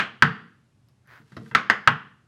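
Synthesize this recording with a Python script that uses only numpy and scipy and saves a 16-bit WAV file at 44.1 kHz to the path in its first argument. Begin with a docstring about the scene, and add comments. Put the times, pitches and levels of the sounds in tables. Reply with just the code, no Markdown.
"""A small room with a wooden floor panel: hard dance shoes strike two taps, pause, then three quick taps.
In the pause come light clicks, a faint swivel of the sole, a rustle of trouser legs and soft steps.
Noise bursts make the cracks and knocks, damped modes the ring of the shoe tip and the boom of the panel.
Rubbing is a dense train of random slips; wall echoes and diffuse tails make the room, over a low room tone.
The loudest attacks overload the microphone."""
import sys
import numpy as np
from scipy import signal
from scipy.fft import rfft, irfft, next_fast_len
from scipy.io import wavfile
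from scipy.ndimage import uniform_filter1d

SR = 44100
rng = np.random.default_rng(int(sys.argv[2]) if len(sys.argv) > 2 else 0)


def wrap_up_sound(samples):
    """Save the sound to the file named by the first command line argument, as 16-bit audio."""
    columns = np.atleast_2d(samples).T
    # keep every value between -1 and 1, then stretch to whole-number steps
    tamed = np.clip(columns, -1, 1)
    steps = np.round(tamed * 32767).astype(np.int16)
    wavfile.write(sys.argv[1], SR, steps)


N = 100503  # samples in the scene

# Levels in the tables are relative; the gains of the layers add to them.
# Steady hush of the room, spectrum [f/Hz, level/dB]
ROOM_TONE_SPECTRUM = [(20, -21), (55, -15), (95, -3), (125, 5), (170, -8.5), (260, -11.5), (450, -22.5),
                      (1000, -26), (3000, -32.5), (7000, -37.5), (11000, -42), (15000, -61)]
# Hard taps [t/s, level/dB, tip pitch favoured by the contact spot f/Hz, crack level/dB, edge level/dB,
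# panel boom level/dB, favoured panel pitch f/Hz, wall echo level/dB, room level/dB]
TAP_EVENTS = [(-.005, -5, 1476, 1.5, 1.5, -6.5, 208.3, 0.5, 1.5),
              (0.2228, 5.5, 1440, -4, 0.5, -2.5, 157.7, -1, -3),
              (1.549, 2, 1296, 0, 3.5, -13.5, 200, -7.5, -1.5),
              (1.699, 1.5, 1870, -3, 4, -14, 200, -1.5, -3),
              (1.8748, 6.5, 1312, -6, -1, -11.5, 136, 1, -4.5)]
# First hard contact, spectrum [f/Hz, level/dB]
TICK_SPECTRUM = [(500, -24), (2500, 0), (4500, 8), (6500, -23), (10000, -10.5), (15000, -17.5)]
# Crack of the impact, spectrum [f/Hz, level/dB] and decay [f/Hz, t60/s]
CRACK_SPECTRUM = [(30, -33), (150, -7.5), (400, -4.5), (750, -8), (1400, 10), (2000, 6.5), (3200, -0.5),
                  (5000, -16), (8000, -25.5), (15000, -43)]
CRACK_DECAY = [(100, 0.082), (1500, 0.01), (5000, 0.041), (14000, 0.011)]
# Modes of the shoe tip on wood, then of the floor panel [f/Hz, level/dB, t60/s]
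TIP_MODES = [(952, -16.5, 0.04), (1009.7, -17.5, .05), (1326, -4, 0.026), (1482, -9.5, 0.0093),
             (1556, -3.5, 0.033), (1818, -6, .028), (2030, -10, 0.044), (2685, -9, .016), (3320, -12, .015),
             (4680, -19.5, 0.011)]
PANEL_MODES = [(68, -26, .15), (97.5, -26, 0.33), (138.4, -8.5, 0.24), (156, -23, 0.25),
               (203.2, -17.5, 0.42), (235, -22.5, 0.37), (313, -21, 0.2), (448, -20.5, 0.32)]
# Change of treble when the tip lands on its edge [f/Hz, share of the edge level in dB]
EDGE_TILT = [(1800, 0), (3000, -0.57), (4600, 1.5), (7000, 0.36), (14000, .3)]
# Early reflections from near walls [delay t/s, level/dB]
WALL_ECHOES = [(.0031, -11.5), (.0052, -20.5), (.0087, -11.5)]
# Reverberation of the room: decay [f/Hz, t60/s] and colour [f/Hz, level/dB]
ROOM_DECAY = [(100, 0.28), (250, 0.82), (600, 0.43), (1400, 0.47), (3100, 0.5), (5000, 0.52), (7000, 0.42),
              (12000, 0.15)]
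ROOM_SPECTRUM = [(40, -7), (150, 1), (600, 3), (1400, 0.5), (2100, -3), (3100, 0), (4200, -5.5), (6000, -4),
                 (14000, -9)]
# Light clicks of the shoe [t/s, level/dB] and their spectrum [f/Hz, level/dB]
CLICK_EVENTS = [(0.886, -55.5), (1.073, -53), (1.484, -54.5)]
CLICK_SPECTRUM = [(200, -5.5), (1200, 8), (2500, -8), (5000, 1.5), (7500, -14.5), (11500, -2.5),
                  (15000, -18.5)]
# Rustle of the trouser legs, envelope [t/s, level/dB] and spectrum [f/Hz, level/dB]
RUSTLE_ENVELOPE = [(1.0, -107), (1.1, -73), (1.25, -72.5), (1.33, -66.5), (1.42, -66.5), (1.5, -61.5),
                   (1.6, -87.5)]
CLOTH_SPECTRUM = [(300, -13), (1300, 0.5), (2500, -4), (4200, -5), (7000, -11.5), (12000, -17),
                  (15000, -36.5)]
# The sole turning on the wood, envelope [t/s, level/dB] and spectrum [f/Hz, level/dB]
SWIVEL_ENVELOPE = [(1.02, -89), (1.065, -67.5), (1.085, -57.5), (1.125, -49.5), (1.18, -52.5),
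                   (1.22, -63.5), (1.29, -87.5), (1.4, -96)]
SOLE_SPECTRUM = [(100, -15), (700, -13), (1150, -6), (1600, 0), (2100, -7), (2700, -17), (5000, -25),
                 (8000, -40), (14000, -33.5)]
# Soft footfalls [t/s, sole knock level/dB, panel boom level/dB, tip ring level/dB]
STEP_EVENTS = [(1.199, -48, -38.5, -49), (1.319, -36.5, -30, -37.5), (1.366, -20.5, -18.5, -40.5),
               (1.46, -41, -48.5, -37.5), (1.512, -34.5, -26, -25)]
# Knock of the sole, spectrum [f/Hz, level/dB] and decay [f/Hz, t60/s]
KNOCK_SPECTRUM = [(40, -18), (200, 12.5), (450, -9), (850, -7.5), (1600, -8), (2600, -20), (5000, -22),
                  (8000, -41.5), (12000, -38), (15000, -53.5)]
KNOCK_DECAY = [(100, 0.033), (1500, 0.049), (12000, 0.031)]

# Attack and rise times are time constants of an exponential approach.
ROOM_TONE_DB = -62
TICK_DB, TICK_T60_S, TICK_ATTACK_S = -23.5, 0.0044, 0.0001
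CRACK_DB, CRACK_ATTACK_S = -7.5, 0.00026
RING_DB, RING_ATTACK_S = -7.5, 0.00046
BOOM_DB, BOOM_RISE_S = -14.5, 0.012
SPOT_DB, SPOT_OCTAVES = 7, 0.16  # lift and width of the favoured pitch
MODE_SCATTER_DB = 0.73  # standard deviation of each mode's level
PUSH_DB, PUSH_S = -19, 0.0018  # level and time scale of the shove on the panel
TAIL_DB, SCATTER_DB, SCATTER_T60_S, ROOM_BUILD_S = -9, -1.5, 0.19, 0.0018
BOOM_ROOM_BUILD_S, BOOM_ROOM_DB = 0.036, -0.5  # boom builds up in the room more slowly than the clack
CLICK_T60_S = 0.01
SLIPS_PER_S = 4000  # mean rate
STEP_KNOCK_DB, STEP_TIP_DB, STEP_BOOM_DB, STEP_ROOM_DB = -6, -1, -11.5, 5.5
KNOCK_ATTACK_S, STEP_TIP_RISE_S, STEP_BOOM_ATTACK_S = 0.0011, 0.0046, 0.0025
STEP_PANEL_HZ = 200  # favoured panel pitch
LOW_CUT_HZ, TOP_HZ = 37, 15850  # band limits of the microphone
OVERLOAD, OVERLOAD_KNEE = 0.9, 6  # limiting amplitude and sharpness of the bend


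def amp(db):
    """Decibel definition: amplitude ratio of a level."""
    return 10 ** (np.asarray(db) / 20)


def unit(x):
    """Normalisation: scale a signal to an rms of 1."""
    return x / np.sqrt(np.mean(x ** 2) + 1e-20)


def along(points, hz):
    """Interpolation on a logarithmic frequency axis through (f/Hz, value) points."""
    f, values = np.transpose(points)
    return np.interp(np.log(hz + 1), np.log(f + 1), values)


def filtered(x, response):
    """Linear filtering: multiply the spectrum by a real response of frequency."""
    size = next_fast_len(len(x) + SR // 2)
    hz = np.fft.rfftfreq(size, 1 / SR)
    return irfft(rfft(x, size) * response(hz), size)[:len(x)]


def coloured(x, spectrum):
    """Spectral shaping: give a signal a spectrum, at rms 1."""
    return unit(filtered(x, lambda hz: amp(along(spectrum, hz))))


def add(track, start_s, sound):
    """Superposition: mix a sound into the track, cutting what falls outside it."""
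    i = round(start_s * SR)
    sound = sound[max(-i, 0):N - i]
    track[max(i, 0):][:len(sound)] += sound


def room_tone():
    """Stationary noise: random samples shaped to the spectrum of the hush."""
    return amp(ROOM_TONE_DB) * coloured(rng.standard_normal(N), ROOM_TONE_SPECTRUM)


def burst(spectrum, t60s, attack_s, drive=1, count=12):
    """Frequency-dependent damping: one second of noise dies band by band; drive is a gain per Hz."""
    t, hz = np.arange(SR) / SR, np.arange(SR // 2 + 1)
    shaped = rfft(rng.standard_normal(SR)) * drive * amp(along(spectrum, hz))
    noise = rfft(unit(irfft(shaped, SR)))
    centres = np.geomspace(60, TOP_HZ, count)
    out = np.zeros(SR)
    for centre in centres:
        # 1 at this centre and 0 at the others: overlapping triangular bands
        band_gain = along(np.c_[centres, centres == centre], hz)
        out += irfft(noise * band_gain, SR) * amp(-60 * t / along(t60s, centre))
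    return out * (1 - np.exp(-t / attack_s))


def ring(modes, attack_s, spot_hz=None):
    """Modal superposition: damped sines of alternating sign, louder near the contact spot's pitch."""
    t = np.arange(SR) / SR
    hz, db, t60 = np.transpose(modes)[..., None]
    db = db + MODE_SCATTER_DB * rng.standard_normal(hz.shape)
    if spot_hz:
        octaves_away = np.log2(hz / spot_hz)
        db = db + SPOT_DB * np.exp(-0.5 * (octaves_away / SPOT_OCTAVES) ** 2)
    partials = amp(db - 60 * t / t60) * np.sin(2 * np.pi * hz * t)
    signs = (-1) ** np.arange(len(hz))
    return signs @ partials * (1 - np.exp(-t / attack_s))


def push():
    """Impulsive loading: the weight's first low shove on the panel, with no ring."""
    u = np.arange(SR) / SR / PUSH_S
    return amp(PUSH_DB) * u * (2 - u) * np.exp(-u)


def in_room(x, room_db, build_s, size, walls_db=0):
    """Reflection and reverberation: a one-second hit gains wall echoes, a quick scatter and a diffuse tail."""
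    # the room answers in the hit's own colour, blurred over size Hz
    power = uniform_filter1d(np.abs(rfft(x)) ** 2, size)
    drive = np.sqrt(np.abs(power))
    tail = burst(ROOM_SPECTRUM, ROOM_DECAY, build_s, drive, count=16)
    scatter = burst(ROOM_SPECTRUM, [(1000, SCATTER_T60_S)], build_s, drive, count=2)
    diffuse = amp(TAIL_DB) * unit(tail) + amp(SCATTER_DB) * unit(scatter)
    echoes = np.zeros(SR)
    for delay_s, db in WALL_ECHOES:
        delayed = np.pad(x, (round(delay_s * SR), 0))[:SR]
        echoes += amp(db + walls_db) * delayed
    return x + echoes + x.std() * amp(room_db) * diffuse


def taps():
    """Impact excitation: the hard tip gives tick, crack and ring; the panel gives shove and boom."""
    out = np.zeros(N)
    for start_s, db, tip_hz, crack_db, edge_db, boom_db, panel_hz, walls_db, room_db in TAP_EVENTS:
        tick = amp(TICK_DB) * burst(TICK_SPECTRUM, [(1000, TICK_T60_S)], TICK_ATTACK_S)
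        crack = amp(CRACK_DB + crack_db) * burst(CRACK_SPECTRUM, CRACK_DECAY, CRACK_ATTACK_S)
        tip = amp(RING_DB) * ring(TIP_MODES, RING_ATTACK_S, tip_hz)
        clack = filtered(tick + crack + tip, lambda hz: amp(edge_db * along(EDGE_TILT, hz)))
        boom = amp(BOOM_DB) * ring(PANEL_MODES, BOOM_RISE_S, panel_hz)
        shoe = in_room(clack, room_db, ROOM_BUILD_S, size=560, walls_db=walls_db)
        panel = push() + in_room(boom, BOOM_ROOM_DB, BOOM_ROOM_BUILD_S, size=70)
        add(out, start_s, amp(db) * (shoe + amp(boom_db) * panel))
    return out


def clicks():
    """Brief contact: the shoe ticks lightly as the foot adjusts, each a short noise burst."""
    out = np.zeros(N)
    for start_s, db in CLICK_EVENTS:
        click = burst(CLICK_SPECTRUM, [(1000, CLICK_T60_S)], CRACK_ATTACK_S)
        add(out, start_s, amp(db) * in_room(click, 0, ROOM_BUILD_S, size=260))
    return out


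def rub(envelope, spectrum):
    """Sliding friction: dense tiny random slips, shaped in spectrum, under one stroke's envelope."""
    t = np.arange(N) / SR
    level_db = np.interp(t, *np.transpose(envelope), left=-120, right=-120)
    slips = (rng.random(N) < SLIPS_PER_S / SR) * rng.standard_normal(N)
    return amp(level_db) * coloured(slips, spectrum)


def rustle():
    """Friction of cloth on cloth: the trouser legs rub."""
    return rub(RUSTLE_ENVELOPE, CLOTH_SPECTRUM)


def swivel():
    """Friction of sole on wood: the foot turns."""
    return rub(SWIVEL_ENVELOPE, SOLE_SPECTRUM)


def steps():
    """Soft impact: weight shifts and light landings, mostly the sole's knock and the panel's modes."""
    out = np.zeros(N)
    for start_s, knock_db, boom_db, tip_db in STEP_EVENTS:
        knock = amp(knock_db + STEP_KNOCK_DB) * burst(KNOCK_SPECTRUM, KNOCK_DECAY, KNOCK_ATTACK_S)
        tip = amp(tip_db + STEP_TIP_DB) * ring(TIP_MODES, STEP_TIP_RISE_S)
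        boom = amp(boom_db + STEP_BOOM_DB) * ring(PANEL_MODES, STEP_BOOM_ATTACK_S, STEP_PANEL_HZ)
        shoe = in_room(knock + tip, 0, ROOM_BUILD_S, size=200)
        panel = in_room(boom, STEP_ROOM_DB, BOOM_ROOM_BUILD_S, size=40)
        add(out, start_s, shoe + panel)
    return out


def scene():
    """Superposition of the footwork and the room tone."""
    return room_tone() + taps() + clicks() + rustle() + swivel() + steps()


def record(dry):
    """Band limiting and saturation: the microphone drops deep bass, rounds high peaks and cuts the top."""
    low_cut = signal.butter(2, LOW_CUT_HZ, "highpass", fs=SR, output="sos")
    x = signal.sosfilt(low_cut, dry)
    rounded = x / (1 + np.abs(x / OVERLOAD) ** OVERLOAD_KNEE) ** (1 / OVERLOAD_KNEE)
    return filtered(rounded, lambda hz: hz < TOP_HZ)


dry = scene()
out = record(dry)
wrap_up_sound(out)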